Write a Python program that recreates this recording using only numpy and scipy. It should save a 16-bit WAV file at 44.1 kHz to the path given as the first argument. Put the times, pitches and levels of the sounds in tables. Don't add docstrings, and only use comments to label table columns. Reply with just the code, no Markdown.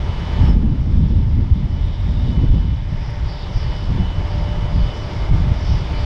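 import sys
import numpy as np
from scipy import signal
from scipy.fft import rfft, irfft, next_fast_len
from scipy.io import wavfile
from scipy.ndimage import uniform_filter1d, minimum_filter1d

SR = 44100
rng = np.random.default_rng(int(sys.argv[2]) if len(sys.argv) > 2 else 0)


def wrap_up_sound(samples):
    columns = np.atleast_2d(samples).T
    tamed = np.clip(columns, -1, 1)
    steps = np.round(tamed * 32767).astype(np.int16)
    wavfile.write(sys.argv[1], SR, steps)


N = 266805


def from_db(db):
    return 10 ** (np.asarray(db) / 20)


def rms_one(x):
    return x / np.sqrt(np.mean(x ** 2) + 1e-20)


def noise(shape):
    size = next_fast_len(N)
    hz = np.maximum(np.arange(size // 2 + 1) * SR / size, 1e-3)
    spectrum = rfft(rng.standard_normal(size)) * shape(hz)
    return rms_one(irfft(spectrum, size)[:N])


def coloured(points):
    at, db = np.transpose(points)
    return noise(lambda hz: from_db(np.interp(np.log(hz), np.log(at), db)))


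def narrow(centre_hz, half_width_hz):
    return noise(lambda hz: 1 / (1 + ((hz - centre_hz) / half_width_hz) ** 2))


def hump(centre_hz, width_hz):
    return noise(lambda hz: np.exp2(-np.minimum(2 * ((hz - centre_hz) / width_hz) ** 2, 60)))


def drift(per_s):
    return noise(lambda hz: 1 / (1 + (hz / per_s) ** 2))


def evened(x, span_s):
    size = max(int(span_s * SR), 2)
    power = uniform_filter1d(uniform_filter1d(x ** 2, size), size)
    return x / np.sqrt(power + 1e-9)


def fading(depth_db, per_s):
    return evened(from_db(depth_db * drift(per_s)), span_s=0.32)


def gain(rows):
    s, db = np.transpose(rows)
    return from_db(np.interp(np.arange(N) / SR, s, db))


def swell(peak_s, length_s):
    return np.exp2(-np.minimum((2 * (np.arange(N) / SR - peak_s) / length_s) ** 2, 60))


def swelling(base, rows):
    swells = sum(swell(s, length) * from_db(db) ** 2 for s, length, db in rows)
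    return np.sqrt(base ** 2 + swells)


def shifted(x, by_hz):
    analytic = signal.hilbert(x, next_fast_len(N))[:N]
    return np.real(analytic * np.exp(2j * np.pi * np.cumsum(by_hz) / SR))


def shaft_tone(hz, wander_hz, twinkle_db):
    phase = 2 * np.pi * np.cumsum(hz + wander_hz * drift(5.6)) / SR
    return rms_one(np.sin(phase) * from_db(twinkle_db * drift(15.0)))


# (time [s], level [dB])
ROAR_COURSE = [(0.0, -39), (0.36, -37), (0.48, -36), (0.52, -40), (0.56, -44), (0.62, -45.5), (1.25, -47.5),
               (2.38, -42.5), (2.76, -47.5), (3.0, -43), (3.95, -39.5), (5.3, -38), (5.63, -38),
               (6.05, -37)]
# (frequency [Hz], density [dB per Hz])
EXHAUST_COLOUR = [(60, 4), (220, 4), (370, 3.5), (530, -0.5), (760, 0), (910, 0.5), (1080, -2.5),
                  (1450, -7.5), (2150, -14), (2700, -14), (4200, -19.5), (6400, -27.5), (7800, -38.5),
                  (9000, -38), (10200, -47.5), (15500, -51)]


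def exhaust(level_db=5.0, waver_db=0.5):
    waver = from_db(level_db + waver_db * drift(24))
    return gain(ROAR_COURSE) * waver * coloured(EXHAUST_COLOUR)


# (time [s], level [dB])
TURBINE_COURSE = [(0.0, -45.5), (0.15, -44), (0.46, -40), (0.52, -48), (0.56, -49.5), (0.61, -50.5),
                  (0.78, -50.5), (0.92, -46.5), (1.5, -49.5), (1.95, -44.5), (2.27, -44.5), (2.55, -45.5),
                  (3.15, -47), (3.35, -42.5), (3.49, -44.5), (3.6, -43), (4.0, -43), (4.6, -44),
                  (4.85, -43), (6.05, -39.5)]
# (frequency [Hz], density [dB per Hz])
LOWER_HISS_COLOUR = [(1000, -38), (1650, -1), (2120, 3.5), (2600, -4), (3000, -2), (3250, 1), (3620, 0.5),
                     (3900, -6), (4600, -15.5), (7000, -48)]
UPPER_HISS_COLOUR = [(3400, -23.5), (4300, -6.5), (4650, -5), (4920, -0.5), (5300, -4.5), (5700, -6),
                     (6200, -23.5), (7500, -22), (11000, -55.5)]


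def turbine_hiss(dull_db=-6.5, lower_db=-1.5, upper_db=-6.0, waver_db=1.5, patchy_db=1.5, sway_hz=80):
    split_hz = 2800
    dull_exponent, upper_exponent = 0.98, 1.093
    lower_hump = coloured(LOWER_HISS_COLOUR)
    dull = signal.sosfiltfilt(signal.butter(4, split_hz, fs=SR, output="sos"), lower_hump)
    bright = lower_hump - dull
    dull_gain = gain(ROAR_COURSE) ** dull_exponent * from_db(dull_db + patchy_db * drift(6.1))
    bright_gain = gain(TURBINE_COURSE) * from_db(lower_db + patchy_db * drift(10))
    upper = shifted(coloured(UPPER_HISS_COLOUR), sway_hz * drift(8))
    upper_gain = gain(TURBINE_COURSE) ** upper_exponent * from_db(upper_db + waver_db * drift(10.0))
    return dull_gain * dull + bright_gain * bright + upper_gain * upper


# (time [s], level [dB])
HUM_COURSE = [(0, -50), (.4, -42.5), (.6, -56.5), (1.0, -52), (1.25, -56.5), (1.73, -52), (2.38, -48.5),
              (2.75, -56), (2.92, -48), (3.03, -54), (3.17, -46), (3.5, -44.5), (3.78, -45), (3.95, -51.5),
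              (4.15, -46), (4.27, -39), (4.5, -38), (4.65, -41.5), (4.8, -39.5), (4.93, -45), (5.1, -39.5),
              (5.22, -44), (5.35, -42.5), (5.7, -44), (5.9, -48), (6.05, -40)]
# (frequency [Hz], half-width [Hz], level re hum [dB])
HUM_PARTIALS = [(593, 18, -15), (895, 22, -13), (1191, 8, -18)]
# (time [s], level [dB])
WHINE_COURSE = [(0, -54), (.13, -47.5), (.5, -48), (.56, -59), (1.4, -63.5), (1.5, -57), (1.65, -62),
                (1.72, -52), (1.8, -56), (1.98, -53.5), (2.05, -62), (2.22, -54), (2.38, -47.5),
                (2.51, -53.5), (2.72, -52), (2.88, -60), (2.96, -54), (3.09, -64), (3.3, -52), (3.66, -50),
                (3.75, -44.5), (3.86, -48), (3.92, -59), (4.03, -44.5), (4.16, -46), (4.29, -53.5),
                (4.52, -45), (4.59, -53), (4.68, -45), (4.75, -53), (4.84, -44), (5.02, -45), (5.08, -58),
                (5.21, -49), (5.42, -57), (5.62, -51.5), (5.76, -47), (5.88, -53), (5.97, -43), (6.05, -51)]
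# (frequency [Hz], half-width [Hz], level re whine [dB])
WHINE_PARTIALS = [(2769, 10, -15), (9170, 70, -38), (14830, 45, -46)]
# (frequency [Hz], half-width [Hz], level re roar course [dB])
BLADE_PARTIALS = [(900, 15, -16), (910, 60, -10.5), (1716, 9.9, -20.5), (2136, 30, -20), (2370, 8, -25.5)]
# (peak [s], length [s], level [dB], frequency [Hz], half-width [Hz])
SURFACING_PARTIALS = [(5.35, .5, -46, 650, 9.9), (5.42, 0.35, -49, 1192, 7), (5.27, 0.37, -43.5, 300, 8),
                      (0.43, .2, -44, 867, 33), (5.96, 0.14, -48, 2360, 120), (4.2, .35, -59, 2180, 110),
                      (5.28, 0.13, -47, 2160, 93)]


def engine_tones(hum_db=-1.0, companion_db=-12.5, flutter_db=2.0):
    hum = shaft_tone(593, wander_hz=1.34, twinkle_db=1.5)
    for hz, half_width, db in HUM_PARTIALS:
        hum = hum + from_db(db) * narrow(hz, half_width)
    whine = shaft_tone(2984, wander_hz=2.5, twinkle_db=1.0)
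    for hz, half_width, db in WHINE_PARTIALS:
        whine = whine + from_db(db) * narrow(hz, half_width)
    blades = from_db(companion_db) * shaft_tone(899, wander_hz=4.01, twinkle_db=2.0)
    for hz, half_width, db in BLADE_PARTIALS:
        blades = blades + from_db(db) * fading(flutter_db, per_s=13.0) * narrow(hz, half_width)
    surfacing = sum(from_db(db) * np.sqrt(swell(s, length)) * narrow(hz, half_width)
                    for s, length, db, hz, half_width in SURFACING_PARTIALS)
    hum_gain = gain(HUM_COURSE) * from_db(hum_db)
    return hum_gain * hum + gain(WHINE_COURSE) * whine + gain(ROAR_COURSE) * blades + surfacing


# (time [s], level [dB])
BREEZE_COURSE = [(0.0, -19.5), (0.9, -16.5), (1.7, -20.5), (2.02, -21), (2.3, -22.5), (3.0, -21),
                 (3.4, -24.5), (3.85, -21), (4.13, -25), (4.3, -21.5), (4.6, -17.5), (4.98, -26),
                 (5.3, -18), (6.05, -21)]
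# (peak [s], length [s], large-eddy level [dB], small-eddy level [dB])
GUST_SWELLS = [(0.391, 0.016, -13, -23), (0.439, 0.034, -9, -20.5), (0.491, 0.051, -7.5, -20),
               (0.559, 0.042, -9, -19.5), (0.651, 0.078, -18.5, -19.5), (0.733, 0.046, -28, -24.5),
               (0.89, 0.12, -19.5, -26), (1.023, 0.097, -15.5, -20.5), (1.125, 0.048, -12, -23),
               (1.181, 0.036, -10.5, -23.5), (1.298, 0.17, -18.5, -27), (1.409, 0.071, -15.5, -23),
               (1.524, 0.02, -6.5, -25), (1.592, 0.14, -24, -26), (1.81, 0.17, -17.5, -29.5),
               (2.105, 0.089, -15, -28.5), (2.19, 0.17, -21, -27), (2.305, 0.081, -14.5, -21.5),
               (2.387, 0.037, -9.5, -21), (2.439, 0.029, -9, -18), (2.502, 0.019, -6, -22),
               (2.545, 0.039, -9.5, -19.5), (2.597, .04, -13, -26), (2.678, 0.092, -16, -23.5),
               (2.932, 0.037, -22, -28), (3.26, 0.043, -15, -35), (3.565, 0.014, -10.5, -49),
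               (3.695, 0.062, -22.5, -32), (3.891, 0.045, -14.5, -26), (3.98, 0.095, -16, -19.5),
               (4.066, 0.034, -13.5, -35), (4.207, 0.063, -17.5, -29), (4.397, 0.086, -16, -25.5),
               (4.762, 0.051, -10.5, -19), (4.832, 0.043, -13.5, -26), (5.321, 0.045, -9, -18),
               (5.435, 0.058, -14, -22), (5.517, 0.021, -10, -21), (5.72, 0.065, -11.5, -30),
               (6.04, 0.059, -17, -31)]
# (time [s], weight [dB])
FINE_EDDY_WEIGHT = [(0.0, 16), (1.4, 18), (2.7, 16), (3.3, 8.5), (5.3, -7), (6.05, -0.5)]
# (frequency [Hz], density [dB per Hz])
LARGE_EDDY_COLOUR = [(3, -34.5), (10, -11.5), (22, -4), (44, 1), (70, -1), (100, -3), (135, -12),
                     (200, -39.5), (500, -65), (1500, -100)]
SMALL_EDDY_COLOUR = [(70, -30), (105, -1.5), (145, -0.5), (180, -4), (215, -16.5), (300, -19.5),
                     (480, -35.5), (900, -48), (3000, -96)]
FINE_EDDY_COLOUR = [(130, -18.5), (215, 6), (265, -2), (320, -9.5), (410, -17), (600, -28), (2500, -84.5)]


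def wind(breeze_eddies_db=-10.0, lumpy_db=2.5, thump_db=2.5):
    breeze = gain(BREEZE_COURSE)
    large_gusts = [(s, length, large_db) for s, length, large_db, _ in GUST_SWELLS]
    small_gusts = [(s, length, small_db) for s, length, _, small_db in GUST_SWELLS]
    large_gain = swelling(breeze, large_gusts) * fading(thump_db, per_s=12.3)
    large = large_gain * evened(coloured(LARGE_EDDY_COLOUR), span_s=0.034)
    strength = swelling(breeze * from_db(breeze_eddies_db), small_gusts)
    bunched = strength * fading(lumpy_db, per_s=28.0)
    small = bunched * evened(coloured(SMALL_EDDY_COLOUR), span_s=0.16)
    fine_gain = strength ** 2 * fading(depth_db=1.5, per_s=21.0) * gain(FINE_EDDY_WEIGHT)
    fine = fine_gain * evened(coloured(FINE_EDDY_COLOUR), span_s=0.073)
    return large + small + fine


# (peak [s], length [s], level [dB], centre [Hz], width [Hz], glide [Hz per s])
SWISH_BANDS = [(0.482, 0.068, -49.5, 5260, 348, 3), (1.978, 0.13, -53.5, 3620, 260, 0.5),
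               (2.22, 0.22, -50.5, 3650, 263, 0), (3.08, 0.13, -50, 5130, 800, 1),
               (3.12, 0.42, -48.5, 1970, 600, -400), (3.31, 0.058, -45, 4870, 750, -1500),
               (3.405, .07, -45.5, 4800, 650, -1500), (3.413, .13, -47.5, 3640, 500, -1500),
               (3.6, .1, -44, 5050, 870, -2500), (3.76, 0.27, -50, 4930, 850, 0),
               (4.348, 0.17, -49, 4900, 800, 3), (4.804, 0.15, -48, 4800, 700, -0.5),
               (4.867, 0.14, -48, 3440, 450, 3.5), (5.1, 0.23, -50, 5020, 905, 1),
               (5.7, 0.15, -43, 5060, 950, 0), (5.994, 0.094, -45.5, 4700, 800, -0.5)]


def swishes():
    t = np.arange(N) / SR
    total = np.zeros(N)
    for s, length, db, hz, width, glide in SWISH_BANDS:
        slide_hz = glide * np.clip(t - s, -length, length)
        total += from_db(db) * np.sqrt(swell(s, length)) * shifted(hump(hz, width), slide_hz)
    return total


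# (onset [s], peak of envelope before trim [dB], decay to 1/e [s])
TICK_ONSETS = [(0.451, -49, .004), (0.461, -48, .003), (1.852, -58, .004), (1.863, -52, .003),
               (2.005, -55, .003), (2.011, -51, .002), (2.19, -51, .004), (2.228, -56, .003),
               (2.312, -56, .002), (3.105, -51, .002), (4.068, -54, .002), (5.364, -49, .002),
               (5.452, -50, .002)]
# (frequency [Hz], density [dB per Hz])
TICK_COLOUR = [(2000, -4), (5500, -0.5), (8000, -3), (10500, -1), (12000, -10), (15500, -10)]


def ticks(level_db=-4.5):
    t = np.arange(N) / SR
    envelope = sum(from_db(db) * (t >= s) * np.exp(-np.abs(t - s) / decay) for s, db, decay in TICK_ONSETS)
    return from_db(level_db) * envelope * coloured(TICK_COLOUR)


def scene():
    return (exhaust() + turbine_hiss() + engine_tones() + wind() + swishes() + ticks())[None, :]


def record(dry, ceiling=0.78, cutoff_hz=15750):
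    size = int(0.012 * SR)
    duck = minimum_filter1d(ceiling / np.maximum(np.abs(dry), ceiling), 2 * size)
    limited = dry * uniform_filter1d(uniform_filter1d(duck, size), size)
    eased = limited * signal.windows.tukey(N, size / (2 * N))
    steep_lowpass = signal.ellip(10, 0.1, 80, cutoff_hz, fs=SR, output="sos")
    return signal.sosfilt(steep_lowpass, eased)


dry = scene()
out = record(dry)
wrap_up_sound(out)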